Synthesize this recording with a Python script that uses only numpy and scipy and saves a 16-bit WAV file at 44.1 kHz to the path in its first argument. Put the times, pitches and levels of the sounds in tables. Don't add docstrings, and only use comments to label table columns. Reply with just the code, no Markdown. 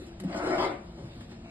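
import sys
import numpy as np
from scipy import signal
from scipy.fft import rfft, irfft, next_fast_len
from scipy.io import wavfile
from scipy.ndimage import uniform_filter1d, map_coordinates

SR = 44100
rng = np.random.default_rng(int(sys.argv[2]) if len(sys.argv) > 2 else 0)


def voltage_ratio(level):
    return 10 ** (np.asarray(level, float) / 20)


def pcm_store(signal):
    levels = np.round(np.clip(np.atleast_2d(signal), -1, 1) * 32767)
    wavfile.write(sys.argv[1], SR, levels.astype(np.int16).T)


N = 66150

# time in seconds, pressure in dB, extra hiss from speed in dB,
# drive of the boards in dB, ring of the blade in dB.
STROKE = [
    (0.292, -46, 0, 2.5, -37.5),
    (0.346, -37.5, 3.5, -5, 3),
    (0.38, -40, 7.5, 0, 0.5),
    (0.422, -38.5, -11.5, -2, 11),
    (0.473, -33.5, 5.5, 2, 0.5),
    (0.542, -34, 0.5, -1.5, 5),
    (0.579, -37, 8.5, 4, -24),
    (0.644, -32, 8, -9.5, 7.5),
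    (0.718, -51.5, -8, 9.5, 5.5),
]
# pitch in Hz, width in Hz, level in dB.
BOARD_MODES = [(247, 82, -11), (306, 40, -3.5), (340, 31.7, -1.5), (570, 31, -1), (670.4, 47, 1),
               (790, 165, -5), (960, 69, -17), (1375, 170, -0.5), (1515, 139, -2), (2185, 320, -10)]
# frequency in Hz, level in dB per Hz.
SMEAR_SPECTRUM = [(300, -5.5), (800, 1.5), (2000, -5), (2900, -11), (5000, -9), (7000, -37), (9000, -53),
                  (11800, -53)]
# time in seconds, loss in dB, half length in seconds.
SKIPS = [
    (0.34, 5.5, 0.0035),
    (0.432, 2.5, 0.0091),
    (0.571, 9, 0.0047),
]
# start in seconds, level in dB, time to fade 60 dB in seconds,
# brightness from 0 to 1.
TICKS = [
    (0.2, -36.5, 0.047, 0.58),
    (0.21, -45, 0.0097, 1),
    (0.237, -42.5, 0.088, 0.52),
    (0.344, -37.5, 0.04, 0.2),
    (0.065, -53.5, 0.073, 1),
    (0.986, -56, 0.021, 0.3),
    (1.118, -69, 0.063, 0.7),
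    (1.209, -42.5, 0.066, 0.35),
    (1.318, -49, 0.025, 0.1),
]
KNOCK_STARTS = [.205, .203, .246, .237, .237, .3455, .975, .97, 1.036, 1.04, 1.208, 1.317, 1.459, .262, .32,
                .431, .466, .489, .507, .535, .567, .568, .845, .9, 1.163, 1.185, 1.203, 1.305, 1.355,
                1.385, .97, .985, .345, .575]
# level in dB, pitch in Hz, rise in seconds,
# time to fade 60 dB in seconds.
KNOCKS = [(-25.5, 189.4, 0.0089, 0.17), (-30, 350, 0.0057, 0.11), (-16, 172.2, 0.0078, 0.11),
          (-27, 270, 0.0048, 0.14), (-35, 530, 0.00031, 0.049), (-19, 659, 0.0022, 0.037),
          (-34, 390, 0.014, 0.14), (-30.5, 330, 0.012, 0.097), (-31.5, 123, 0.0067, 0.14),
          (-34, 198, 0.0049, 0.12), (-48, 850, 0.0066, 0.049), (-45, 825, 0.0017, 0.058),
          (-35, 674, 0.0011, 0.023), (-22, 186, 0.0057, 0.095), (-24.5, 690, 0.0024, 0.033),
          (-18.5, 490, 0.0035, .04), (-16, 352.5, 0.0027, 0.062), (-29, 370, .003, 0.019),
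          (-15, 296, 0.0023, 0.046), (-11.5, 640, 0.0014, 0.025), (-26.5, 290, .002, 0.02),
          (-16.5, 615, 0.0014, 0.016), (-39.5, 180, .012, 0.32), (-35.5, 169, 0.013, 0.25),
          (-34, 240, 0.0025, 0.094), (-33.5, 105, 0.0072, 0.13), (-35.5, 232, 0.0034, 0.15),
          (-37, 204, 0.0065, 0.096), (-38, 190, .005, 0.063), (-44, 270, 0.028, 0.42),
          (-47, 590, .004, .05), (-30, 163.4, 0.0094, 0.14), (-28, 190.6, 0.0063, .1),
          (-29, 198, 0.0068, 0.106)]
CATCH_TIMES = [.378, .44, .474, .46, .52, .525, .538, .61, .635, .645, .65, .655, .73, .72, .99, 1.125,
               1.215, .355, .648, .65, .445, 1.325, .075, .605, .705, .52, .375, .204, 1.03, 1.235, .44]
# level in dB, half length in seconds, pitch in Hz, width in Hz.
CATCHES = [(-50.5, 0.017, 5700, 1900), (-38.5, 0.028, 650, 76), (-29.5, 0.0047, 460, 37),
           (-63.5, 0.056, 9200, 1400), (-38, 0.023, 1330, 40), (-75, 0.0073, 4000, 3500),
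           (-43, 0.013, 1760, 94), (-38.5, 0.029, 652, 30), (-33.5, 0.02, 985, 67),
           (-63, 0.0072, 3500, 3500), (-54, 0.019, 1950, 120), (-32.5, 0.015, 391, 60),
           (-56, 0.014, 315, 40), (-54.5, 0.056, 2400, 460), (-52.5, 0.018, 600, 190),
           (-63, 0.017, 3700, 230), (-58.5, 0.013, 3200, 1100), (-50, 0.047, 2270, 850),
           (-53, 0.011, 4700, 170), (-36.5, 0.0058, 2100, 100), (-44.5, .02, 1230, 680),
           (-70, 0.0072, 2700, 1600), (-62.5, 0.018, 3700, 3600), (-33.5, 0.027, 340, 26),
           (-37.5, 0.022, 340.6, 29), (-52, 0.042, 4900, 1100), (-52.5, 0.0091, 5150, 980),
           (-53, 0.0034, 3600, 2400), (-50, 0.032, 280, 92), (-60.5, .015, 3600, 800),
           (-40, 0.016, 354, 47)]
# time in seconds, level in dB.
SHUFFLE = [
    [(0, -53.5), (.06, -61.5), (.12, -64.5), (.19, -88)],
    [(.8, -64.5), (.95, -67), (1.12, -63), (1.18, -64), (1.22, -60), (1.33, -64.5), (1.4, -85.5),
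     (1.5, -62.5)],
]
# frequency in Hz, level in dB per Hz.
CLOTH_SPECTRUM = [(200, 1.5), (500, 1.5), (1500, -11.5), (4000, -6.5), (8000, -25), (12000, -15.5)]
# pitch in Hz, width in Hz, level in dB.
SQUEAK = (2460, 640, -60)
# frequency in Hz, time to fade 60 dB in seconds.
CORRIDOR_FADE = [(150, 0.38), (500, 0.49), (2000, 0.39), (8000, 0.14)]
# frequency in Hz, level in dB per Hz.
AIR_SPECTRUM = [(20, -30), (40, -2), (70, 0), (220, -16), (450, -16), (1500, -23), (4500, -28.5),
                (11800, -46)]
# pitch in Hz, width in Hz, level in dB.
AIR_MODES = [(57, 20, -1), (125.6, 25.3, -1.5), (168.2, 23.3, -1.5), (227.7, 19.4, -0.5), (340.1, 8.7, 1.5),
             (682, 70, -14.5)]
# frequency in Hz, likeness from 0 to 1.
PORT_LIKENESS = [(120, .9995), (300, 1), (700, 0.76), (1500, 0.68), (3000, 0.33), (6000, 0.69), (8500, 1),
                 (11000, 0.55)]
# frequency in Hz, lag in radians.
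PORT_LAG = [(0, 0), (200, 0), (450, .25), (1100, 1.2), (2500, 2.7), (3200, 3.1), (4900, 2.35), (6200, 3.3),
            (8100, 6.28), (10400, 9.4), (12000, 10)]
# frequency in Hz, left minus right in dB.
PORT_LEAN = [(150, 0), (340, 2.5), (700, 5), (1200, 5), (2000, 2.5), (3500, -1.5), (6300, -2), (9000, 0)]
# part (0 for mid, 1 for side), lower edge in Hz, upper edge in
# Hz.
LOST_BANDS = [(0, 5500, 6900), (0, 9450, 11050), (0, 11350, 11500), (0, 11700, 13000), (1, 7150, 9000),
              (1, 11500, 13000)]

SQUEAK_START_S = 1.44


def unit(x):
    return x / np.sqrt(np.mean(x ** 2) + 1e-20)


def along(points, hz):
    f, v = np.transpose(points)
    return np.interp(np.log(hz + 1), np.log(f + 1), v)


def wobble(rate):
    return map_coordinates(rng.standard_normal(200), [np.arange(N) * rate / SR])


def filtered(x, response):
    m = next_fast_len(N + SR // 2)
    return irfft(rfft(x, m) * response(np.fft.rfftfreq(m, 1 / SR)), m)[..., :N]


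def resonant(x, peaks):
    def response(f):
        total = 0
        for k, (centre, width, db) in enumerate(peaks):
            damping = 1j * f * width
            total = total + (-1) ** k * voltage_ratio(db) * damping / (centre * centre - f * f + damping)
        return total
    return filtered(x, response)


def coloured(x, spectrum):
    return unit(filtered(x, lambda hz: voltage_ratio(along(spectrum, hz))))


def patchy(x, patchy_db):
    z = signal.stft(x, nperseg=512)[2]
    field = uniform_filter1d(rng.standard_normal(z.shape), size=5, axis=0)
    field = uniform_filter1d(field, size=8, axis=1)
    return signal.istft(z * voltage_ratio(patchy_db * unit(field)), nperseg=512)[1][:N]


def blade_slips():
    slips_per_s, spread_db = 1500, 2
    chance, sign, size = rng.random((3, N))
    slips = (chance < slips_per_s / SR) * np.sign(sign - .5)
    slips = slips * voltage_ratio(-spread_db * np.log(size + 0.012))
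    return unit(slips) + 0.74 * rng.standard_normal(N)


def trowel():
    s, press_db, speed_db, board_db, ring_db = np.transpose(STROKE)
    t = np.arange(N) / SR
    lift_s, clump_db, blade_db, hiss_db = 0.27, 2, -2, -8

    def held(v):
        return np.interp(t, s, v)

    away_s = np.abs(t - np.clip(t, s[0], s[-1]))
    touch = voltage_ratio(held(press_db) - 60 * away_s / lift_s)
    for at, loss_db, half in SKIPS:
        touch = touch * voltage_ratio(-loss_db * np.exp(-.5 * ((t - at) / half) ** 2))

    slips = blade_slips()

    def rung(rate, modes):
        return unit(resonant(slips * voltage_ratio(clump_db * wobble(rate)), modes))

    low = rung(56.56, BOARD_MODES[:3]) * voltage_ratio(held(board_db))
    mid = patchy(rung(71.0, BOARD_MODES[3:6]) * voltage_ratio(blade_db), patchy_db=1.5)
    ring = patchy(rung(79.2, BOARD_MODES[6:]), patchy_db=3.5)
    ring = ring * voltage_ratio(blade_db - 9.0 + held(ring_db))

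    hiss = patchy(rng.standard_normal(N) + 0.16 * slips, patchy_db=3.5)
    hiss = coloured(hiss * voltage_ratio(3.1 * wobble(46.32)), SMEAR_SPECTRUM)
    hiss = hiss * voltage_ratio(hiss_db + held(speed_db))
    return touch * (low + mid + ring + hiss)


def ticks():
    out, t = np.zeros(N + SR), np.arange(SR // 4) / SR
    for s, db, t60, bright in TICKS:
        puff = rng.standard_normal(len(t))
        puff = bright * puff + (1 - bright) * 2 * uniform_filter1d(puff, size=9)
        out[round(s * SR):][:len(t)] += voltage_ratio(db - 60 * t / t60) * puff
    return out[:N]


def knocks():
    out, t = np.zeros(N + SR), np.arange(SR // 4) / SR
    for s, (db, hz, rise, t60) in zip(KNOCK_STARTS, KNOCKS):
        sway = 1 + 0.02 * np.sin(2 * np.pi * (25 * t + rng.random()))
        tone = np.sin(2 * np.pi * hz * np.cumsum(sway) / SR)
        envelope = voltage_ratio(db - 60 * t / t60) * (1 - np.exp(-t / rise)) ** 2
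        out[round(s * SR):][:len(t)] += envelope * tone
    return out[:N]


def catches():
    t, out = np.arange(N) / SR, np.zeros(N)
    for s, (db, half, hz, width) in zip(CATCH_TIMES, CATCHES):
        swell = np.exp(-.5 * ((t - s) / half) ** 2)
        rub = unit(swell * resonant(rng.standard_normal(N), [(hz, width, 0)]))
        out += voltage_ratio(db) * rub * np.sqrt(np.mean(swell ** 2))
    return out


def shuffle():
    t, level = np.arange(N) / SR, np.zeros(N)
    for rows in SHUFFLE:
        s, db = np.transpose(rows)
        level += voltage_ratio(np.interp(t, s, db, left=-120, right=-120))
    rustle = patchy(rng.standard_normal(N), patchy_db=4.0) * voltage_ratio(3.1 * wobble(30.5))
    return voltage_ratio(7.5) * level * coloured(rustle, CLOTH_SPECTRUM)


def squeak():
    hz, width, db = SQUEAK
    once = resonant(rng.standard_normal(N), [(hz, width, 0)])
    twice = unit(resonant(once, [(hz, width, 0)]))
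    return voltage_ratio(db) * (np.arange(N) / SR > SQUEAK_START_S) * twice


def corridor(x):
    wall_s = .006
    hz, t, z = signal.stft(rng.standard_normal((2, SR // 2)), SR, nperseg=256)
    fade = voltage_ratio(-60 * t / along(CORRIDOR_FADE, hz)[:, None])
    tail = signal.istft(z * fade, SR, nperseg=256)[1]
    delayed = np.pad(x, (round(wall_s * SR), 0))[None]
    return signal.fftconvolve(delayed, tail / np.linalg.norm(tail[0]), axes=1)[:, :N]


def air():
    air_db, hum_db = -53, -47
    hush = coloured(rng.standard_normal((2, N)), AIR_SPECTRUM) * voltage_ratio(air_db + 1.2 * wobble(5.7))
    hum = unit(resonant(rng.standard_normal((2, N)), AIR_MODES)) * voltage_ratio(hum_db + 0.51 * wobble(8.15))
    return hush + hum


def ports(pair):
    def blend(hz):
        turn = np.arccos(np.clip(along(PORT_LIKENESS, hz), -1, 1)) / 2
        return np.array([np.cos(turn), np.sin(turn)])

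    def lean_and_lag(hz):
        lag = np.interp(hz, *np.transpose(PORT_LAG))
        left = voltage_ratio(along(PORT_LEAN, hz) / 2) * np.exp(-.5j * lag)
        return np.array([left, 1 / left])

    shared, stray = filtered(pair, blend)
    return filtered(np.array([shared + stray, shared - stray]), lean_and_lag)


def scene():
    rubs = trowel() + shuffle() + squeak()
    hits = ticks() + knocks() + catches()
    wet = corridor(rubs + voltage_ratio(-5) * hits)
    spread = np.roll(hits, shift=40) * voltage_ratio(-1.5)
    shared = rubs + hits + voltage_ratio(-6) * wet[0]
    stray = voltage_ratio(1.0) * wet[1] + spread
    return ports(np.array([shared, stray]) + air())


def lose_bands(z, hz, t):
    column = hz[:, None]
    steady = (t < .19) | (t > .222)
    late = t > SQUEAK_START_S

    def step(v):
        return np.repeat(v, 3, axis=-1)[..., :len(t)]

    def band(low, high):
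        return (column > low) & (column < high)

    loud_db = 10 * np.log10(np.mean(np.abs(z[:, hz > 2000]) ** 2, axis=(0, 1)) + 1e-20)
    narrow = 8 * (loud_db - loud_db.mean())
    keep = np.ones(z.shape)
    for part, low, high in LOST_BANDS:
        a, b = 160 * rng.standard_normal((2, len(t)))
        keep[part] *= 1 - steady * band(low + step(a) + narrow, high + step(b) - narrow)

    sparse = step(rng.random(len(t)) < .55)
    keep[0] *= 1 - steady * sparse * band(10500, 12200)

    keep[0][:, late] = np.maximum(keep[0][:, late], band(5900, 6550))
    keep[0] *= 1 - late * band(2950, 3300)
    keep *= column < 11970

    holes = step(np.repeat(rng.random(z.shape[1:]) < .17, 4, axis=0)[:len(hz)])
    keep[0] *= 1 - steady * holes * band(2400, 5600)
    return keep


def low_pass(x):
    return signal.sosfilt(signal.butter(12, 11970, fs=SR, output="sos"), x)


def record(dry):
    mid_side = np.array([dry[0] + dry[1], dry[0] - dry[1]]) / 2
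    hz, t, z = signal.stft(mid_side, SR, nperseg=1024)
    kept = z * lose_bands(z, hz, t)
    mid, side = signal.istft(kept, SR, nperseg=1024)[1][:, :N]
    return low_pass(np.array([mid + side, mid - side]))


dry = scene()
out = record(dry)
pcm_store(out)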